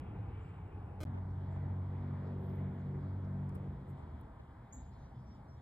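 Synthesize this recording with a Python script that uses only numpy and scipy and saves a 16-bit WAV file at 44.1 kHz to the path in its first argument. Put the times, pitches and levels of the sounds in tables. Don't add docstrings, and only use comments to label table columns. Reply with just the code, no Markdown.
import sys
import numpy as np
from scipy import signal
from scipy.fft import rfft, irfft, next_fast_len
from scipy.io import wavfile
from scipy.ndimage import uniform_filter1d

SR = 44100
rng = np.random.default_rng(int(sys.argv[2]) if len(sys.argv) > 2 else 0)


def dump(signal):
    limited = np.clip(np.atleast_2d(signal).T, -1, 1)
    pcm = np.round(limited * 32767).astype(np.int16)
    wavfile.write(sys.argv[1], SR, pcm)


def gain_from_decibels(decibels):
    exponent = np.asarray(decibels, float) / 20
    return 10 ** exponent


N = 247401
T = np.arange(N) / SR
M = next_fast_len(N, True)
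F = np.maximum(np.fft.rfftfreq(M, 1 / SR), 1)
SLIP_S, MUTE_S, BACK_S = 1.00528, 1.0397, 1.05168


def over_hz(table, column=1):
    rows = np.array(table, float)
    return np.interp(np.log(F), np.log(rows[:, 0]), rows[:, column])


def unit(x):
    return x / np.sqrt(np.mean(x ** 2))


def walk(rate):
    k = int(SR / rate)
    held = np.repeat(rng.standard_normal(N // k + 1), k)
    return 1.3 * uniform_filter1d(uniform_filter1d(held, k), k)[:N]


def band(x, hz, width):
    edges = np.clip([hz - width / 2, hz + width / 2], 20, .45 * SR)
    return signal.sosfilt(signal.butter(2, edges, "band", fs=SR, output="sos"), x)


def filtered(x, response):
    return irfft(rfft(x, M) * response, M)[:N]


def bell(hz, width, power=2):
    return np.exp(-((F - hz) / width) ** power)


def progress(start, length):
    return np.clip((T - start) / length, 0, 1)


LAYER_HZ = [65, 420, 1000, 4000, 6500]
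# frequency in Hz, level in dB per Hz.
LOW_COLOUR = [
    [(12, -48), (20, -16), (33, -19), (60, -8), (92, -2), (134, -9.5), (151, -13.5), (177, -12.5),
     (232, -23.5), (288, -20.5), (367, -25), (431, -23.5), (500, -27), (650, -57), (1100, -120)],
    [(12, -50.5), (20, -28), (35, -15.5), (60, 0), (98, -5.5), (130, -2.5), (168, -11.5), (208, -10),
     (238, -13.5), (280, -16.5), (316, -18), (403, -20.5), (500, -27.5), (650, -55), (1100, -120)],
]
# frequency in Hz, level in dB per Hz.
HIGH_COLOUR = [
    [(210, -33), (350, -7), (431, -1.5), (585, -12), (834, -3), (903, -8), (1010, -8.5), (1540, -17),
     (2020, -23), (2330, -23), (3660, -37), (4030, -42), (6630, -53), (7540, -47), (16300, -57.5)],
    [(210, -31), (350, -1), (379, -6), (604, -11.5), (645, -5.5), (710, -11), (769, -7), (903, -6),
     (1130, -13.5), (2050, -23), (2350, -29), (2650, -39.5), (2900, -38), (3270, -33.5), (5920, -51),
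     (7400, -48), (9700, -50), (10350, -56.5), (11100, -51.5), (16300, -59)],
]
BAND_FLICKER_DB = np.repeat([1.2, 1.9, .4], [14, 2, 4])
# time in seconds, level in dB.
NEARNESS = [
    [(0, 1.5), (.35, 1), (.7, -1), (1, -1)],
    [(1.06, 1.5), (1.35, 1), (1.65, 3.5), (1.9, 1.5), (2.1, 4), (2.35, 1.5), (2.6, 4.5), (2.9, 1.5),
     (3.2, 2), (3.7, -0.5), (4.1, -0.5), (4.5, -2.5), (5, -3), (5.6, -3)],
]
TYRE_ROAR_DB = (-62.5, -63.5)
NEARNESS_SHARE = [
    [2, 1.5, 0.56, 1.7, .05],
    [0.023, 1.45, 0.73, 1.1, .05],
]
LAYER_SURGE_DB = [0.96, 1.3, 0.25, 0.48, .05]
# frequency in Hz, right lead in radians, left minus right in dB, unshared share (0-1).
PORT_OFFSETS = [(70, .03, 0, .015), (95, .047, 0, .02), (140, .04, .1, .04), (200, .13, .6, .1),
                (285, .28, 1.3, .18), (400, .58, 1, .3), (570, .9, .2, .45), (800, .45, .9, .35),
                (1150, .6, 1.5, .45), (1600, .5, .7, .45), (1900, 0, .5, .25), (2400, -1.5, .5, .55),
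                (3000, -1.6, 0, .5), (3900, -1, 0, .4), (4600, -1.3, -.3, .55), (5700, -1.6, 0, 1),
                (6200, 1.6, 0, 1), (6800, 1.1, 0, .7), (7200, .5, 0, .3), (7500, .1, 0, .1),
                (13000, .1, 0, .1)]


def road_colours():
    colours = []
    for roar_db, low, high in zip(TYRE_ROAR_DB, LOW_COLOUR, HIGH_COLOUR):
        lo, hi = over_hz(low), over_hz(high)
        join_hz = 420
        join = np.searchsorted(F, join_hz)
        db = np.where(F < join_hz, lo - lo[join] + hi[join], hi)
        roar = gain_from_decibels(db[(F > 700) & (F < 1600)])
        colours.append(gain_from_decibels(db + roar_db) / np.sqrt(np.sum(roar ** 2) / len(F)))
    return np.array(colours)


def road():
    port_share = np.array([np.ones_like(F), np.clip(over_hz(PORT_OFFSETS, 3), 0, 1)])
    noise = rfft(rng.standard_normal((2, M))) * port_share
    colours = road_colours()[:, None]
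    near_before, near_after = (np.interp(T, *np.transpose(rows)) for rows in NEARNESS)
    after = T > SLIP_S
    swell = []
    for early, late, surge_db in zip(*NEARNESS_SHARE, LAYER_SURGE_DB):
        swell.append(np.where(after, late * near_after, early * near_before) + surge_db * walk(5))
    out = 0
    half_octaves = np.log2(F / 25) * 2
    for k in range(20):
        share = np.cos(np.clip(half_octaves - k, -1, 1) * np.pi / 2) ** 2
        place = np.interp(np.log(25 * 2 ** (k / 2)), np.log(LAYER_HZ), np.arange(5))
        i = min(int(place), 3)
        db = swell[i] + (place - i) * (swell[i + 1] - swell[i]) + BAND_FLICKER_DB[k] * walk(12)
        before_sound, after_sound = irfft(noise * share * colours, M)[..., :N]
        out = out + gain_from_decibels(db) * np.where(after, after_sound, before_sound)
    return out


# centre time in seconds, length in seconds, band centre in Hz, level in dB.
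LEAF_SWELLS = [(2.272, 0.015, 5274, -86), (2.5, .015, 5070, -87.5), (2.492, 0.22, 12550, -88.5),
               (2.385, .008, 12830, -91), (2.416, .02, 13770, -87), (2.444, .012, 14000, -84),
               (2.465, .016, 12000, -84), (2.497, .022, 12850, -83.5), (2.527, .01, 13200, -85.5),
               (2.556, .014, 13000, -82), (2.59, .016, 12500, -87.5), (2.612, .008, 12190, -90),
               (3.494, .007, 5000, -81.5), (1.31, .015, 5000, -89.5), (3.02, .015, 5100, -95),
               (3.572, .012, 10520, -88), (4.66, 0.089, 3650, -89), (4.8, 0.12, 3800, -87),
               (4.85, 0.087, 4600, -89), (4.94, .04, 5200, -88), (5.17, 0.086, 3380, -87),
               (5.2, 0.12, 5000, -91), (5.33, 0.12, 3530, -89), (5.3, .2, 4800, -90),
               (5.58, .08, 3500, -86), (5.0, .06, 6150, -91), (5.05, .3, 4700, -93),
               (.163, .01, 900, -61.5), (1.564, .01, 903, -58), (2.033, .01, 795.6, -54.5),
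               (3.252, .01, 900.3, -65), (2.749, 0.044, 11990, -93), (3.25, 0.011, 5100, -84.5),
               (3.493, 0.0054, 7900, -77), (3.555, 0.017, 8910, -76.5), (3.556, 0.016, 12200, -77.5),
               (3.655, .04, 3228, -93), (3.897, .04, 8390, -85), (3.902, 0.042, 12900, -86),
               (3.995, 0.048, 8000, -90), (4.203, 0.01, 13000, -86), (4.213, 0.0034, 12000, -74.5),
               (4.748, 0.045, 14560, -86), (4.781, 0.073, 253, -57), (4.94, 0.06, 4300, -86),
               (4.95, .09, 3600, -86), (.19, .05, 3700, -87.5), (.3, .03, 3750, -87), (.5, .35, 7800, -97),
               (1.53, .06, 7500, -93), (3.494, .006, 12000, -85), (3.556, .016, 5100, -86),
               (5.03, 0.13, 3970, -85.5)]
# centre time in seconds, length in seconds, Hz, level
# in dB.
OPPOSED_SWELLS = [
    (2.4, 1.6, 10480, -99),
    (2.5, .1, 14300, -93),
    (5.05, .07, 5650, -84),
    (5.202, .016, 5700, -86),
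    (4.93, .04, 4400, -86),
]


def rustles(swells):
    grains_per_s, grains_each = 3200, 48
    width_share, tick_s = 0.18, 0.0075
    out = np.zeros(N)
    for s, length, hz, db in swells:
        reach = 1.5 * length + .01
        near = slice(max(int((s - reach) * SR), 0), int((s + reach) * SR))
        chance = rng.random((3, len(T[near])))
        rate = grains_per_s + grains_each / length
        width = hz * (width_share + .5 * (tick_s / length) ** 2)
        strength = gain_from_decibels(-2.2 * np.log(chance[1] + .02))
        grains = (chance[0] < rate / SR) * strength * np.sign(chance[2] - .5)
        envelope = np.exp(-4 * ((T[near] - s) / length) ** 2)
        out[near] += gain_from_decibels(db) * unit(band(grains, hz, min(width, .4 * hz))) * envelope
    return out


# start in seconds, length in seconds, start in Hz, end in Hz, level in dB.
FAR_WHISTLES = [(-.05, 0.19, 3300, 3260, -85), (.29, 0.19, 8500, 8540, -101), (.3, 0.34, 2310, 2280, -78),
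                (-.03, 0.12, 2330, 2310, -80), (.4, 0.053, 7320, 7440, -88), (.42, 0.09, 7700, 7800, -93),
                (.53, .06, 7750, 7750, -95), (.65, .04, 7800, 7750, -96), (.46, .06, 7350, 7350, -95),
                (1.06, 3.7, 9480, 9490, -107), (1.07, 2.7, 9690, 9800, -106), (1.5, 0.079, 7550, 7600, -91),
                (2.78, .04, 6720, 6650, -91), (5.27, 0.039, 7403, 7200, -94), (5.34, .04, 7150, 6700, -93),
                (4.76, .1, 3600, 3720, -91), (4.92, 0.12, 4250, 3800, -89), (5.11, .14, 4900, 5100, -101),
                (5.14, 0.07, 3500, 3250, -88), (5.51, 0.12, 7000, 6700, -94), (5.28, 0.13, 3680, 3500, -91)]
# start in seconds, length in seconds, start in Hz, end in Hz, level in dB.
FAR_HUMS = [
    (0.35, 0.42, 92, 99.5, -47.5),
    (0, 0.62, 54, 200, -53),
    (1.5, 0.87, 100, 190, -56.5),
    (4, 0.23, 80, 72.4, -49),
    (3.5, .1, 82, 74, -48),
]
# start in seconds, length in seconds, start in Hz, end in Hz, level in dB.
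OPPOSED_WHISTLES = [
    (4.95, .19, 6350, 5450, -89),
]


def whistles(notes, scoop, shake):
    out = np.zeros(N)
    for s, length, hz0, hz1, db in notes:
        u = progress(s, length)
        hz = (hz0 + (hz1 - hz0) * u ** 2) * (1 - scoop * np.exp(-u / .06) + shake * walk(140))
        envelope = np.clip(6 * u * (1 - u), 0, 1)
        out += gain_from_decibels(db + 2.5 * walk(70)) * envelope * np.sin(2 * np.pi * np.cumsum(hz) / SR)
    return out


# start in seconds, length in seconds, top in Hz, end in Hz, level in dB.
ARCHED_CALLS = [
    (5.25, .125, 5660, 5400, -76),
    (5.478, 0.1, 5670, 5400, -78),
]


def arches():
    out = np.zeros(N)
    for s, length, hz0, hz1, db in ARCHED_CALLS:
        u = progress(s, length)
        scoop = .1 * np.exp(-u * length / .005)
        droop = .02 * u ** 6
        hz = (hz0 + (hz1 - hz0) * u ** .7) * (1 - scoop - droop + .004 * walk(140))
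        envelope = np.sin(np.pi * u ** .8).clip(0) ** .6
        out += gain_from_decibels(db + 2.5 * walk(60)) * envelope * np.sin(2 * np.pi * np.cumsum(hz) / SR)
    return out


# start in seconds, start in Hz, end in Hz, sweep in seconds, level in dB.
BIRD_CHIP = (4.723, 6053, 8000, .011, -58)


def chip():
    t60_s, wet_db, octave_db = 0.54, -8, -33
    s, hz0, hz1, length, db = BIRD_CHIP
    t = np.arange(int(length * SR)) / SR
    phase = 2 * np.pi * np.cumsum(hz0 + (hz1 - hz0) * t / length) / SR
    note = np.sin(np.pi * t / length) * (np.sin(phase) + gain_from_decibels(octave_db) * np.sin(2 * phase))
    lag = np.arange(SR // 2) / SR
    decay = gain_from_decibels(-60 * lag / t60_s) + 3.4 * gain_from_decibels(-60 * lag / 0.19)
    trunks = gain_from_decibels(wet_db - 23.5) * rng.standard_normal(len(lag)) * gain_from_decibels(1.5 * walk(90)[:len(lag)]) * decay
    trunks[0] = 1
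    heard = np.convolve(note, trunks)
    out, i = np.zeros(N + SR), int(s * SR)
    out[i:i + len(heard)] = gain_from_decibels(db) * heard
    return out[:N]


# start in seconds, length in seconds, first frequency in Hz, level in dB.
HULL_KNOCKS = [(.91, .02, 500, -59), (.985, .018, 600, -56), (1.064, .02, 1100, -48),
               (1.139, .018, 1000, -48), (1.172, .02, 1000, -47), (1.567, .015, 800, -50),
               (3.488, .012, 1000, -53), (3.546, .026, 1100, -50), (3.99, .016, 1000, -53),
               (4.025, .016, 600, -53), (4.393, .018, 1100, -50)]


def knocks():
    out = np.zeros(N)
    for s, length, hz, db in HULL_KNOCKS:
        u = progress(s, length)
        fall = np.sin(2 * np.pi * np.cumsum(hz * 0.11 ** u) / SR)
        rattle = unit(band(rng.standard_normal(N), 600, 800))
        out += gain_from_decibels(db) * np.sqrt(np.sin(np.pi * u).clip(0)) * (.6 * fall + .45 * rattle)
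    return out


# time in seconds, engine cycle in Hz, effort in dB, clearance over the bank in dB.
ENGINE_DRIVE = [(1.1, 46.39, 2, -7.5), (1.25, 46.6, -1, -8), (1.45, 46.5, -1.5, -5.5),
                (1.62, 46.64, 2, -6.5), (1.88, 46.81, 1.5, -5.5), (2.05, 47.14, 1.5, -3),
                (2.2, 47.02, -1, -1.5), (2.38, 47.07, -1.5, 0.5), (2.6, 47.3, 2, -2),
                (2.78, 47.23, -2.5, 1), (2.95, 47.2, -0.5, 1.5), (3.15, 47.57, 1.5, -4.5),
                (3.4, 47.24, 0, -1.5), (3.66, 47.26, -2.5, 0), (3.81, 46.87, -10, 0.5),
                (3.95, 46.93, -7.5, -1.5), (4.1, 45.16, -14.5, -5.5)]
# order, level in dB, share of clearance felt.
EXHAUST_ORDERS = [
    (2, -44, -0.32),
    (3, -43, 1.3),
    (4, -47, 1.1),
    (5, -56.5, 0.41),
    (6, -63, 0.5),
    (7, -71, 1.8),
    (8, -65, 2),
]


def vehicle():
    s, hz, effort, clear = np.transpose(ENGINE_DRIVE)
    phase = 2 * np.pi * np.cumsum(np.interp(T, s, hz) * (1 + 0.0012 * walk(12))) / SR
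    effort, clear = np.interp(T, s, effort), np.interp(T, s, clear)
    out = 0
    for order, db, share in EXHAUST_ORDERS:
        k = np.round(order)
        start = 1.05 * k ** 2
        level = gain_from_decibels(db + effort + share * clear + (0.16 + 0.44 * k) * walk(10))
        out = out + level * np.sin(k * phase + start + 0.039 * k * walk(17))
    puffs = unit(band(rng.standard_normal(N), 353, 320) * (1 + 0.55 * np.sin(2 * phase)))
    out = out + gain_from_decibels(-62.5 + effort + 1.4 * clear + 3.5 * walk(8)) * puffs
    gone_s, fade_s = 4.29, 0.17
    return np.sqrt(2) * out * (T > SLIP_S) * np.clip((gone_s - T) / fade_s, 0, 1)


# centre in Hz, width in Hz, depth (0-1).
PORT_CANCEL = (5950, 320, .7)
# from seconds, to seconds, depth (0-1).
TURNED_CANCEL = (1.05, 1.85, .2)
# from seconds, to seconds, centre in Hz, width in Hz, depth
BRIEF_DIP = (4.722, 4.81, 9600, 1450, .8)
# centre in Hz, width in Hz, share.
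CHIP_APART = (6300, 550, .8)
# centre in Hz, width in Hz.
CHIP_TOGETHER = (7350, 950)


def cancel_and_dip(mid):
    hz, width, depth = PORT_CANCEL
    start, end, eased = TURNED_CANCEL
    lost = filtered(mid, bell(hz, width, 4))
    mid = mid - lost * np.where((T > start) & (T < end), eased, depth + .12 * walk(4))
    start, end, hz, width, depth = BRIEF_DIP
    dipped = filtered(mid, bell(hz, width, 8))
    return mid - depth * dipped * np.clip(3 * (end - T) / (end - start), 0, 1) * (T > start)


def scene():
    shared, unshared = road()
    bird, calls = chip(), arches()
    mid = shared + vehicle() + rustles(LEAF_SWELLS)
    mid = mid + whistles(FAR_WHISTLES, 0.027, 0.0027) + whistles(FAR_HUMS, 0, 0.0077)
    mid = mid + filtered(bird, bell(*CHIP_TOGETHER) + (F > 11000))
    level_lean = np.tanh(over_hz(PORT_OFFSETS, 2) * np.log(10) / 40)
    phase_lean = np.tan(np.clip(over_hz(PORT_OFFSETS), -2, 2) / 2)
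    side = filtered(mid, level_lean - 1j * phase_lean) + unshared
    side = side + rustles(OPPOSED_SWELLS) + knocks() + whistles(OPPOSED_WHISTLES, 0, .015)
    hz, width, share = CHIP_APART
    side = side + calls + filtered(bird, -1j * share * bell(hz, width))
    mid = cancel_and_dip(mid) + gain_from_decibels(-9) * filtered(calls, 1j)
    return np.array([mid + side, mid - side])


def low_pass(x):
    return signal.sosfilt(signal.butter(12, 16000, fs=SR, output="sos"), x)


BUFFER_JUMPS = [(2, -2, -4), (3, 2, 0), (4, -3, 1), (5, 10, -4), (6, -8, 2), (7, -6, 1), (8, 8, 0),
                (9, -2, 0), (10, -7, 0), (11, 9, 0), (12, -4, -1), (13, 2, 2), (14, 6, -1), (15, -9, -2),
                (16, 0, -2), (17, 3, -2), (18, -1, 0), (19, -3, 3), (20, 8, -1), (22, -4, 0), (23, 7, -1),
                (24, -13, 1), (25, -2, 0), (26, 19, -2), (27, -18, 0), (28, 5, 0), (29, 8, 0), (30, -6, 1),
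                (31, -6, 2)]
SILENCE_EDGES = [
    (9, 1),
    (6, -5),
    (-7, 0),
    (3, 0),
]


def record(dry):
    buffer = 48
    out = dry.copy()
    a, b, c = (int(s * SR) for s in (SLIP_S, MUTE_S, BACK_S))
    ports = np.array([[1, 1], [1, -1]]) / 1000
    out[:, a:b] -= (1 - gain_from_decibels(-3)) * out[:, a:b].mean(axis=0)
    fade = np.exp(-np.arange(400) / (0.0012 * SR))
    quick = np.exp(-np.arange(len(fade)) / (0.00046 * SR))
    for k, both, apart in BUFFER_JUMPS:
        i = a + k * buffer
        out[:, i:i + len(fade)] += ports @ [both * fade, apart * quick]
    for i, way, edge in zip((a - 1, a + buffer, b - 1, c), (-1, 1, -1, 1), SILENCE_EDGES):
        out[:, i + way * np.arange(len(fade))] += np.outer(ports @ edge - out[:, i], fade)
    out[:, :200] *= np.linspace(.55, 1, 200)
    out[:, a:a + buffer] = 0
    out[:, b:c] = 0
    out = signal.sosfiltfilt(signal.ellip(6, .1, 40, 16000, fs=SR, output="sos"), out)
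    return low_pass(out)


dry = scene()
out = record(dry)
dump(out)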